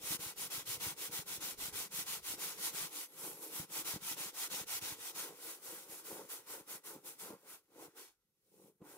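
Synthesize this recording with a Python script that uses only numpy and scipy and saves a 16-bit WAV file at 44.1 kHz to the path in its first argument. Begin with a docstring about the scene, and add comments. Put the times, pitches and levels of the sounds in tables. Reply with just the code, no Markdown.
"""In a quiet room, close to a stereo microphone, fingers sweep fast to and fro over a cotton pillow.
They slow down, almost stop and start again. Noise made of many tiny random slips is the fibres' fizz,
the scrape of the nails and the rustle of the cover; all three swell with the speed of the hand.
Lower slips, swelling with its squeeze, are the rumbling stuffing; fading low waves are dull thuds.
Pushed air, a soft room hiss, a brief thin hiss and a faint steady tone lie underneath."""
import sys
import numpy as np
from scipy import signal
from scipy.fft import rfft, irfft, next_fast_len
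from scipy.io import wavfile
from scipy.ndimage import uniform_filter1d

SR = 44100
rng = np.random.default_rng(int(sys.argv[2]) if len(sys.argv) > 2 else 0)


def unload_wav(signal):
    """Save mono or channel-first audio to the path in sys.argv[1] as 16-bit WAV at rate SR, clipped to [-1, 1]."""
    wavfile.write(
        sys.argv[1],
        SR,
        np.round(np.clip(np.atleast_2d(signal).T, -1, 1) * 32767).astype(np.int16),
    )


N = 395577  # length of the scene in samples


def gain_of(db):
    """Turns decibels into a factor on the sound wave."""
    return 10 ** (np.asarray(db) / 20)


def evened(x):
    """Scales a signal to an average strength (rms) of 1."""
    return x / np.sqrt(np.mean(x ** 2) + 1e-20)


def read_table(points, hz):
    """Reads a table between its points, on a logarithmic frequency axis."""
    table_hz, value = np.transpose(points)
    return np.interp(np.log(hz + 1), np.log(table_hz + 1), value)


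def read_over_time(points):
    """Reads a (time, level) table at every sample."""
    return np.interp(np.arange(N) / SR, *np.transpose(points))


def add(mix, start_s, sound):
    """Mixes a sound in at start_s seconds."""
    part = mix[round(start_s * SR):][:len(sound)]
    part += sound[:len(part)]


# how alike the two microphone ports hear the slips: (frequency [Hz], likeness [0 to 1])
LIKENESS = [(60, 0.61), (200, 0.89), (400, 0.98), (800, 0.84), (1300, 0.63), (2400, 0.81), (4000, 0.14),
            (8000, 0.029)]
LEAD_S = 0.0001  # the left port hears the shared part first


def slips(spectrum, per_s, spread_db, patchy_db, size=512):
    """Random slips of uneven size, coloured, in drifting patches; the ports share bass more than treble."""
    happens = rng.random(N) < per_s / SR
    sizes = happens * gain_of(spread_db * np.minimum(rng.exponential(1, N), 5))
    hz, _, (left, other) = signal.stft(sizes * rng.standard_normal((2, N)), SR, nperseg=size)
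    patches = uniform_filter1d(rng.standard_normal(left.shape), size=3, axis=0)  # across pitch
    patches = evened(uniform_filter1d(patches, size=9, axis=1))  # across time
    alike = np.clip(read_table(LIKENESS, hz), 0, 1)[:, None]
    delay = np.exp(-2j * np.pi * hz * LEAD_S)[:, None]
    right = alike * left * delay + np.sqrt(1 - alike ** 2) * other
    colour_db = read_table(spectrum, hz)[:, None] + patchy_db * patches
    coloured = np.array([left, right]) * gain_of(colour_db)
    return evened(signal.istft(coloured, SR, nperseg=size)[1][:, :N])


# colour of the room hiss: (frequency [Hz], relative level [dB])
ROOM_SPECTRUM = [(18, -33), (30, 4.5), (81, 1.5), (161, 4), (294, -7.5), (981, -32.5), (9110, -14.5),
                 (11800, -6), (15800, -16.5)]
# colour of the thin high hiss: (frequency [Hz], relative level [dB])
THIN_SPECTRUM = [(10900, -55), (11300, 0), (11550, -4), (11800, -25), (12100, -49)]
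# how the thin hiss comes and goes: (time [s], level [dB])
THIN_LEVEL = [(2.35, -90), (2.55, -66), (3.1, -65.5), (3.4, -59), (3.55, -66), (3.7, -90)]
ROOM_DB = -90.5
TONE_HZ, TONE_DB = 11849, -103


def room():
    """Soft hiss is noise with its own colour; a faint sine runs through, and a thin hiss joins for a while."""
    t = np.arange(N) / SR
    hiss = gain_of(ROOM_DB) * slips(ROOM_SPECTRUM, SR, spread_db=0.1, patchy_db=2.5, size=2048)
    tone = gain_of(TONE_DB) * np.sqrt(2) * np.sin(2 * np.pi * TONE_HZ * t)
    present = (t > THIN_LEVEL[0][0]) * (t < THIN_LEVEL[-1][0])
    thin_gain = gain_of(read_over_time(THIN_LEVEL)) * present
    thin = thin_gain * slips(THIN_SPECTRUM, SR, spread_db=0.2, patchy_db=2.5, size=2048)
    return hiss + tone + thin


# colour of the pushed air: (frequency [Hz], relative level [dB])
DRAUGHT_SPECTRUM = [(15, -23.5), (40, 1), (65, -4.5), (110, 2.5), (200, -14), (500, -80.5)]
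# pushed air at the microphone, for a hiss averaging -44 dB: (time [s], level [dB])
DRAUGHT_LEVEL = [(0, -65), (2.45, -68.5), (2.95, -93), (3.55, -81), (4.9, -73.5), (5.3, -88), (6, -93)]


def draught(hiss):
    """Fast strokes push air out, a low flutter that grows with the average strength of the hiss."""
    pace = uniform_filter1d(hiss, size=12000) / gain_of(-44.0)
    air = slips(DRAUGHT_SPECTRUM, 120, spread_db=4.5, patchy_db=7.5, size=2048)
    return gain_of(read_over_time(DRAUGHT_LEVEL)) * pace * air


# a fingertip drops into the pillow: (time [s], level of the push [dB], pitch [Hz])
THUDS = [(0.107, -41.5, 180.0), (0.12, -45.5, 252.0), (0.148, -45, 203), (0.193, -48.5, 162.0),
         (0.262, -49, 124.0), (0.578, -49, 147), (0.696, -70, 274.0), (0.774, -52, 124), (0.866, -41, 146),
         (0.877, -46, 163), (1.096, -50, 168.0), (1.191, -47, 137.0), (1.381, -52, 128),
         (1.619, -54, 257.0), (1.683, -47.5, 179.0), (1.988, -46.5, 201), (2.303, -54, 245.0),
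         (2.338, -50, 265.0), (3.598, -39.5, 161), (3.792, -49.5, 290), (3.94, -42, 149), (3.961, -38, 200),
         (4.113, -48.5, 253), (4.612, -49, 166), (4.922, -47.5, 149.0), (5.687, -64, 150),
         (5.895, -57, 196), (6.126, -50.5, 207), (6.61, -58, 200), (6.962, -50, 320), (7.306, -45, 289.0),
         (7.33, -52, 273.0), (7.538, -69, 170), (7.852, -70, 318), (7.881, -62, 180), (8.817, -48, 213.0),
         (8.823, -52, 250)]
# ring of the pillow: (frequency [Hz], width [Hz], relative level [dB])
PILLOW_RING = [(155, 45, -24.5), (309, 22.5, 15.5), (470, 80, 13)]


def thuds():
    """A short inward push that swings back, a faint ring of the pillow and a puff from the cover."""
    out, t = np.zeros((2, N)), np.arange(2600) / SR
    ring = 0
    for hz, width_hz, db in PILLOW_RING:
        ring = ring + gain_of(db) * np.exp(-np.pi * width_hz * t) * np.sin(2 * np.pi * hz * t)
    chance = rng.standard_normal((len(THUDS), len(t) + 1))
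    for (start_s, db, hz), (side, *air) in zip(THUDS, chance):
        push = np.sin(2 * np.pi * hz * t) * (hz * t) ** 0.17 * np.exp(-1.6 * hz * t)
        puff = uniform_filter1d(air, size=8) * np.exp(-t / 0.0065)
        thud = push / push.max() + gain_of(-23.5) * ring + gain_of(-14.5) * puff
        # soft: no slow push
        thud = signal.sosfilt(signal.butter(2, 0.4 * hz, "high", fs=SR, output="sos"), thud)
        # each thud leans a random amount to one side; minus makes the push go inward
        add(out[0], start_s, -gain_of(db + 0.66 * side) * thud)
        add(out[1], start_s, -gain_of(db - 0.87 * side) * thud)
    return out


# colour of the rumble: (frequency [Hz], relative level [dB])
RUMBLE_SPECTRUM = [(120, -65.5), (250, -9.5), (315, 2), (380, -2.5), (450, 1.5), (540, -2.5), (640, -14),
                   (850, -7.5), (1300, -23.5), (2500, -66)]
# colour of the deep part: (frequency [Hz], relative level [dB])
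DEEP_SPECTRUM = [(60, -39.5), (95, -18), (125, -7.5), (160, -2.5), (210, -2.5), (260, -23.5), (500, -60)]
DEEP_HANGS = 0.22  # exponent: the deep part hangs on under a light squeeze


def stuffing(squeeze, pressed):
    """The filling shifts in lumps under the hand, a dull rumble that quietens at the turns."""
    rumble = slips(RUMBLE_SPECTRUM, 2500, spread_db=2.5, patchy_db=1.46, size=2048)
    dull = signal.sosfiltfilt(signal.butter(4, 640, fs=SR, output="sos"), rumble)
    # a light touch stays dull
    rumble = dull + (rumble - dull) * (squeeze / gain_of(-59.5)) ** 0.5
    deep_db = uniform_filter1d(for_each_stroke(np.transpose(STROKES)[-1]), size=2000)
    deep = slips(DEEP_SPECTRUM, 300, spread_db=2.5, patchy_db=0.5, size=2048)
    deep = gain_of(deep_db) * pressed ** -DEEP_HANGS * deep
    return squeeze * (rumble + deep)


# colour of the fine fibres: (frequency [Hz], relative level [dB])
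FIZZ_SPECTRUM = [(3000, -58), (4200, -28), (5500, -10), (7500, -2.5), (10000, 1.5), (12500, -0.5),
                 (14500, 0.5), (16000, -5)]
# colour of the nails on the weave: (frequency [Hz], relative level [dB])
SCRAPE_SPECTRUM = [(1200, -28), (2000, -7), (2600, -4.5), (3500, -2.5), (4800, -4), (5600, -2.5),
                   (7000, -4), (9000, -13.5), (12000, -33)]
# colour of the dragged cover: (frequency [Hz], relative level [dB])
RUSTLE_SPECTRUM = [(400, -22), (650, -5.5), (850, 0), (1100, -3.5), (1450, 1.5), (1730, -3), (1950, -6),
                   (2600, -8), (5000, -68)]


def cloth(hiss, share, rustle_db, scrape_db, pan_db):
    """Fine fibres fizz, nails scrape the weave, and the cover rustles as it is dragged."""
    fizz = share ** 0.12 * slips(FIZZ_SPECTRUM, 25000, spread_db=-1.3, patchy_db=1.6)
    scrape = gain_of(scrape_db) * slips(SCRAPE_SPECTRUM, 15000, spread_db=0.5, patchy_db=1.4)
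    # the rustle hangs on at low speed, when the fizz fades
    rustle = slips(RUSTLE_SPECTRUM, 8000, spread_db=-2.1, patchy_db=1.26)
    rustle = gain_of(rustle_db) * share ** -0.12 * rustle
    # the skin grips and lets go a little unevenly
    grip = uniform_filter1d(rng.standard_normal(N), size=900)
    grip = evened(uniform_filter1d(grip, size=900))
    sides = gain_of([pan_db / 2, -pan_db / 2])
    return hiss * gain_of(0.65 * grip) * (fizz + scrape + rustle) * sides


def for_each_stroke(values):
    """Holds one value for each stroke; a pair alternates, out and back."""
    stroke = np.searchsorted(np.transpose(STROKES)[0], np.arange(N) / SR, "right") - 1
    return np.array(values)[stroke % len(values)]


STICK_BEFORE_S, STICK_AFTER_S = 0.0063, 0.0086  # the skin holds still around each turn
RISE_POWER, FALL_POWER = (1.28, 0.95), (1.24, 1.064)  # (out, back): exponents on the quarter sine
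USUAL_HALF_S, LINGER = 0.095, 0.48  # longer half strokes linger near the turn: length ** LINGER


def arches(top, top_db, turn_db, rise, fall):
    """Quarter sines from each turn up to a top and down to the next; the skin sticks at the turns."""
    turn, t = np.append(np.transpose(STROKES)[0], LAST_TURN_S), np.arange(N) / SR
    k = np.clip(np.searchsorted(turn, t, "right") - 1, 0, len(top) - 1)  # stroke number
    held, free = turn[k + 1] - STICK_BEFORE_S, turn[k] + STICK_AFTER_S
    rising = t < top[k]
    half = np.maximum(np.where(rising, top[k] - free, held - top[k]), 1e-3)
    power = np.where(rising, rise * for_each_stroke(RISE_POWER), fall * for_each_stroke(FALL_POWER))
    power = power * (half / USUAL_HALF_S) ** LINGER
    nearness = np.clip(1 - abs(t - top[k]) / half, 0, 1)  # 0 at the turn, 1 at the top
    height = np.sin(np.pi / 2 * nearness) ** power
    low, high = gain_of(np.where(rising, turn_db[k], turn_db[k + 1])), gain_of(top_db[k])
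    level = low + (high - low) * height
    share_of_top = uniform_filter1d(level / high, size=300)
    return level, share_of_top


# one row a stroke, out and back in turn: (hand turns [s], hiss there [dB], hand fastest [s],
# hiss there [dB], filling squeezed hardest [s], rumble there [dB], deep part over the rumble [dB])
STROKES = [(0.0, -59.5, 0.128, -38.5, 0.111, -60.5, -10), (0.181, -60.5, 0.25, -44, 0.214, -59.5, -7),
           (0.35, -64.5, 0.435, -41.5, 0.448, -60.5, -2.5), (0.491, -58.5, 0.541, -42.5, 0.56, -59.5, -11),
           (0.644, -62.5, 0.716, -40.5, 0.713, -59, -8), (0.789, -57, 0.855, -41, 0.883, -60, -3),
           (0.953, -63.5, 1.041, -42, 1.03, -61, -10), (1.101, -57.5, 1.159, -42, 1.153, -60.7, -4),
           (1.246, -65.5, 1.331, -42, 1.299, -63.2, -6), (1.395, -57.5, 1.452, -41.5, 1.421, -59.5, -8),
           (1.563, -63.5, 1.644, -41.5, 1.629, -61.5, -5), (1.716, -59, 1.792, -41.5, 1.745, -60, -4),
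           (1.893, -65.4, 1.988, -40.2, 1.982, -64, -5), (2.05, -55.5, 2.116, -41.5, 2.122, -62, -6),
           (2.214, -63, 2.305, -41.5, 2.295, -63, -9), (2.37, -56, 2.449, -42.5, 2.398, -60, -8.5),
           (2.561, -55, 2.659, -39, 2.648, -60.0, -5.5), (2.72, -53, 2.791, -41, 2.75, -60, -4),
           (2.894, -58.5, 2.983, -44.5, 2.969, -60, -22), (3.085, -65, 3.256, -44.5, 3.286, -55.5, -12),
           (3.386, -55, 3.436, -47.5, 3.433, -56, -21), (3.5, -52, 3.568, -43.5, 3.617, -59, -7),
           (3.67, -64.5, 3.784, -40.5, 3.803, -57.5, -10.5), (3.837, -55, 3.884, -41, 3.959, -58.5, -10),
           (3.993, -63, 4.105, -41, 4.114, -62, -4), (4.157, -55, 4.218, -42.5, 4.182, -58.5, -7),
           (4.32, -62.5, 4.435, -40.5, 4.383, -62.5, -14.5), (4.489, -57.5, 4.558, -42, 4.605, -58, -9.5),
           (4.654, -64.5, 4.751, -40, 4.712, -65, -15), (4.803, -59, 4.866, -43.5, 4.835, -59.5, -10),
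           (4.966, -58, 5.085, -45.5, 5.035, -64.8, -13), (5.135, -59, 5.2, -43, 5.309, -57, -11),
           (5.36, -59.5, 5.488, -46.5, 5.487, -59, -18.5), (5.599, -60, 5.679, -48.5, 5.718, -58, -14),
           (5.87, -58.5, 5.929, -48.5, 5.927, -60, -13), (6.03, -60, 6.077, -48.5, 6.186, -53, -14),
           (6.274, -60.5, 6.32, -44.5, 6.37, -64, -21), (6.448, -65, 6.525, -47, 6.57, -57, -21),
           (6.648, -68, 6.719, -45.5, 6.729, -59.5, -14), (6.822, -71.5, 6.875, -49, 6.95, -57.1, -13),
           (7.018, -69, 7.075, -48.5, 7.062, -60.5, -15), (7.171, -64.5, 7.211, -48, 7.318, -55, -9.5),
           (7.394, -69.5, 7.513, -53, 7.48, -65.5, -14), (7.649, -80.3, 7.839, -57, 7.845, -56.5, -19),
           (7.919, -73, 7.987, -54.5, 7.972, -64, -26), (8.226, -90, 8.66, -68, 8.665, -66.5, -7),
           (8.792, -85, 8.91, -59.5, 8.834, -60.5, -10.5)]
LAST_TURN_S, LAST_TURN_DB = 9.1, -59  # end of the last stroke and its hiss
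# the touch of nails and soft pads changes: (time [s], factors on the exponents of rise [x], fall [x]
# and squeeze [x], change of scrape [dB], change of rustle [dB])
TOUCH = [(0.0, 0.81, 1, 0.35, -0.3, -1.1), (2.8, 1.14, 1.1, 0.48, 0, -1.1),
         (3.0, 1.5, 0.41, 1.1, -0.5, -0.5), (3.3, 3.4, 2.3, 2.7, -6.5, -3.5),
         (3.55, 1.9, 1.2, 1.1, -3.5, -2), (3.9, 1.02, 0.84, 0.33, -0.5, -0.3),
         (4.9, 0.79, 0.69, 0.45, 0.4, 0.7), (5.25, 1.2, 2.5, 0.46, -1.5, 0), (5.7, 1.8, 0.73, 3.3, -4, -1),
         (6.15, 1.9, 0.73, 0.7, -4, 1), (6.4, 1.5, 1.83, 1.1, -3.5, 1.5), (7.1, 2.4, 1.6, 0.96, -5, 0),
         (7.5, 3.6, 1.7, 1.8, -3, 4.5), (7.7, 2.9, 2.7, 1.6, -3, 0), (7.88, 4.4, 3.5, 2.1, -3.5, 6),
         (8.1, 2.5, 2.75, 2.9, 1.5, 4), (8.45, 2.6, 2.3, 4.4, -4, -6), (8.77, 4, 4.8, 2.5, -7, -4),
         (8.81, 1.7, 1.5, 0.55, -4, 6.5)]
# (out, back) in dB: rustle over the hiss, scrape over the fizz, left minus right
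RUSTLE_DB, SCRAPE_DB, PAN_DB = (-14.5, -12), (-4, -3), (0.15, 0.6)
RUMBLE_AT_TURN_DB, RUMBLE_FOLLOWS = -69, 0.88  # at a turn with -62 dB hiss; dB per dB of that hiss
DRAG = 0.1  # how far the rustle follows the squeeze on the filling rather than the speed
LET_GO = 1.1  # the squeeze ends faster than it builds: factor on its falling exponent


def hand():
    """Hiss follows the speed of each stroke, rumble its squeeze; colour follows direction and touch."""
    _, turn_db, top, top_db, hardest, hardest_db, _ = np.transpose(STROKES)
    touch_s, *columns = np.transpose(TOUCH)
    t = np.arange(N) / SR
    rise, fall, knead, nails_db, pads_db = (np.interp(t, touch_s, column) for column in columns)
    turn_db = np.append(turn_db, LAST_TURN_DB)
    hiss, share = arches(top, top_db, turn_db, rise, fall)
    rest_db = RUMBLE_AT_TURN_DB + RUMBLE_FOLLOWS * (turn_db + 62)
    squeeze, pressed = arches(hardest, hardest_db, rest_db, knead, LET_GO * knead)
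    squeeze = uniform_filter1d(squeeze, size=300)
    rustle_db, scrape_db, pan_db = (
        uniform_filter1d(for_each_stroke(pair), size=600) for pair in (RUSTLE_DB, SCRAPE_DB, PAN_DB))
    rustle_db = rustle_db + pads_db + DRAG * 20 * np.log10(pressed / share)
    return squeeze, pressed, hiss, share, rustle_db, scrape_db + nails_db, pan_db


def scene():
    """One hand motion drives the cover, the filling and the pushed air."""
    squeeze, pressed, hiss, *colour = hand()
    background = room() + draught(hiss)
    pillow = thuds() + stuffing(squeeze, pressed)
    return background + pillow + cloth(hiss, *colour)


# the hollow between pillow and microphone: (frequency [Hz], width [Hz], lift [dB])
HOLLOW = [(860, 120, 0.5), (1056, 180, 4.5), (1333, 61, 2), (1710, 47, -7), (1950, 22, 7.5), (2260, 92, 2)]
EDGE_HZ = 15760  # upper band limit


def record(dry):
    """The hollow between pillow and microphone lifts or dips a few narrow bands; then the band limit."""
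    size = next_fast_len(N)
    hz = np.fft.rfftfreq(size, 1 / SR)
    lift_db = sum(db / (1 + (2 * (hz - f) / width) ** 2) for f, width, db in HOLLOW)
    near = irfft(rfft(dry, size) * gain_of(lift_db), size)[:, :N]
    low_pass = signal.firwin(2401, EDGE_HZ, window=("kaiser", 7), fs=SR)
    return signal.oaconvolve(near, low_pass[None], "same")


dry = scene()
out = record(dry)
unload_wav(out)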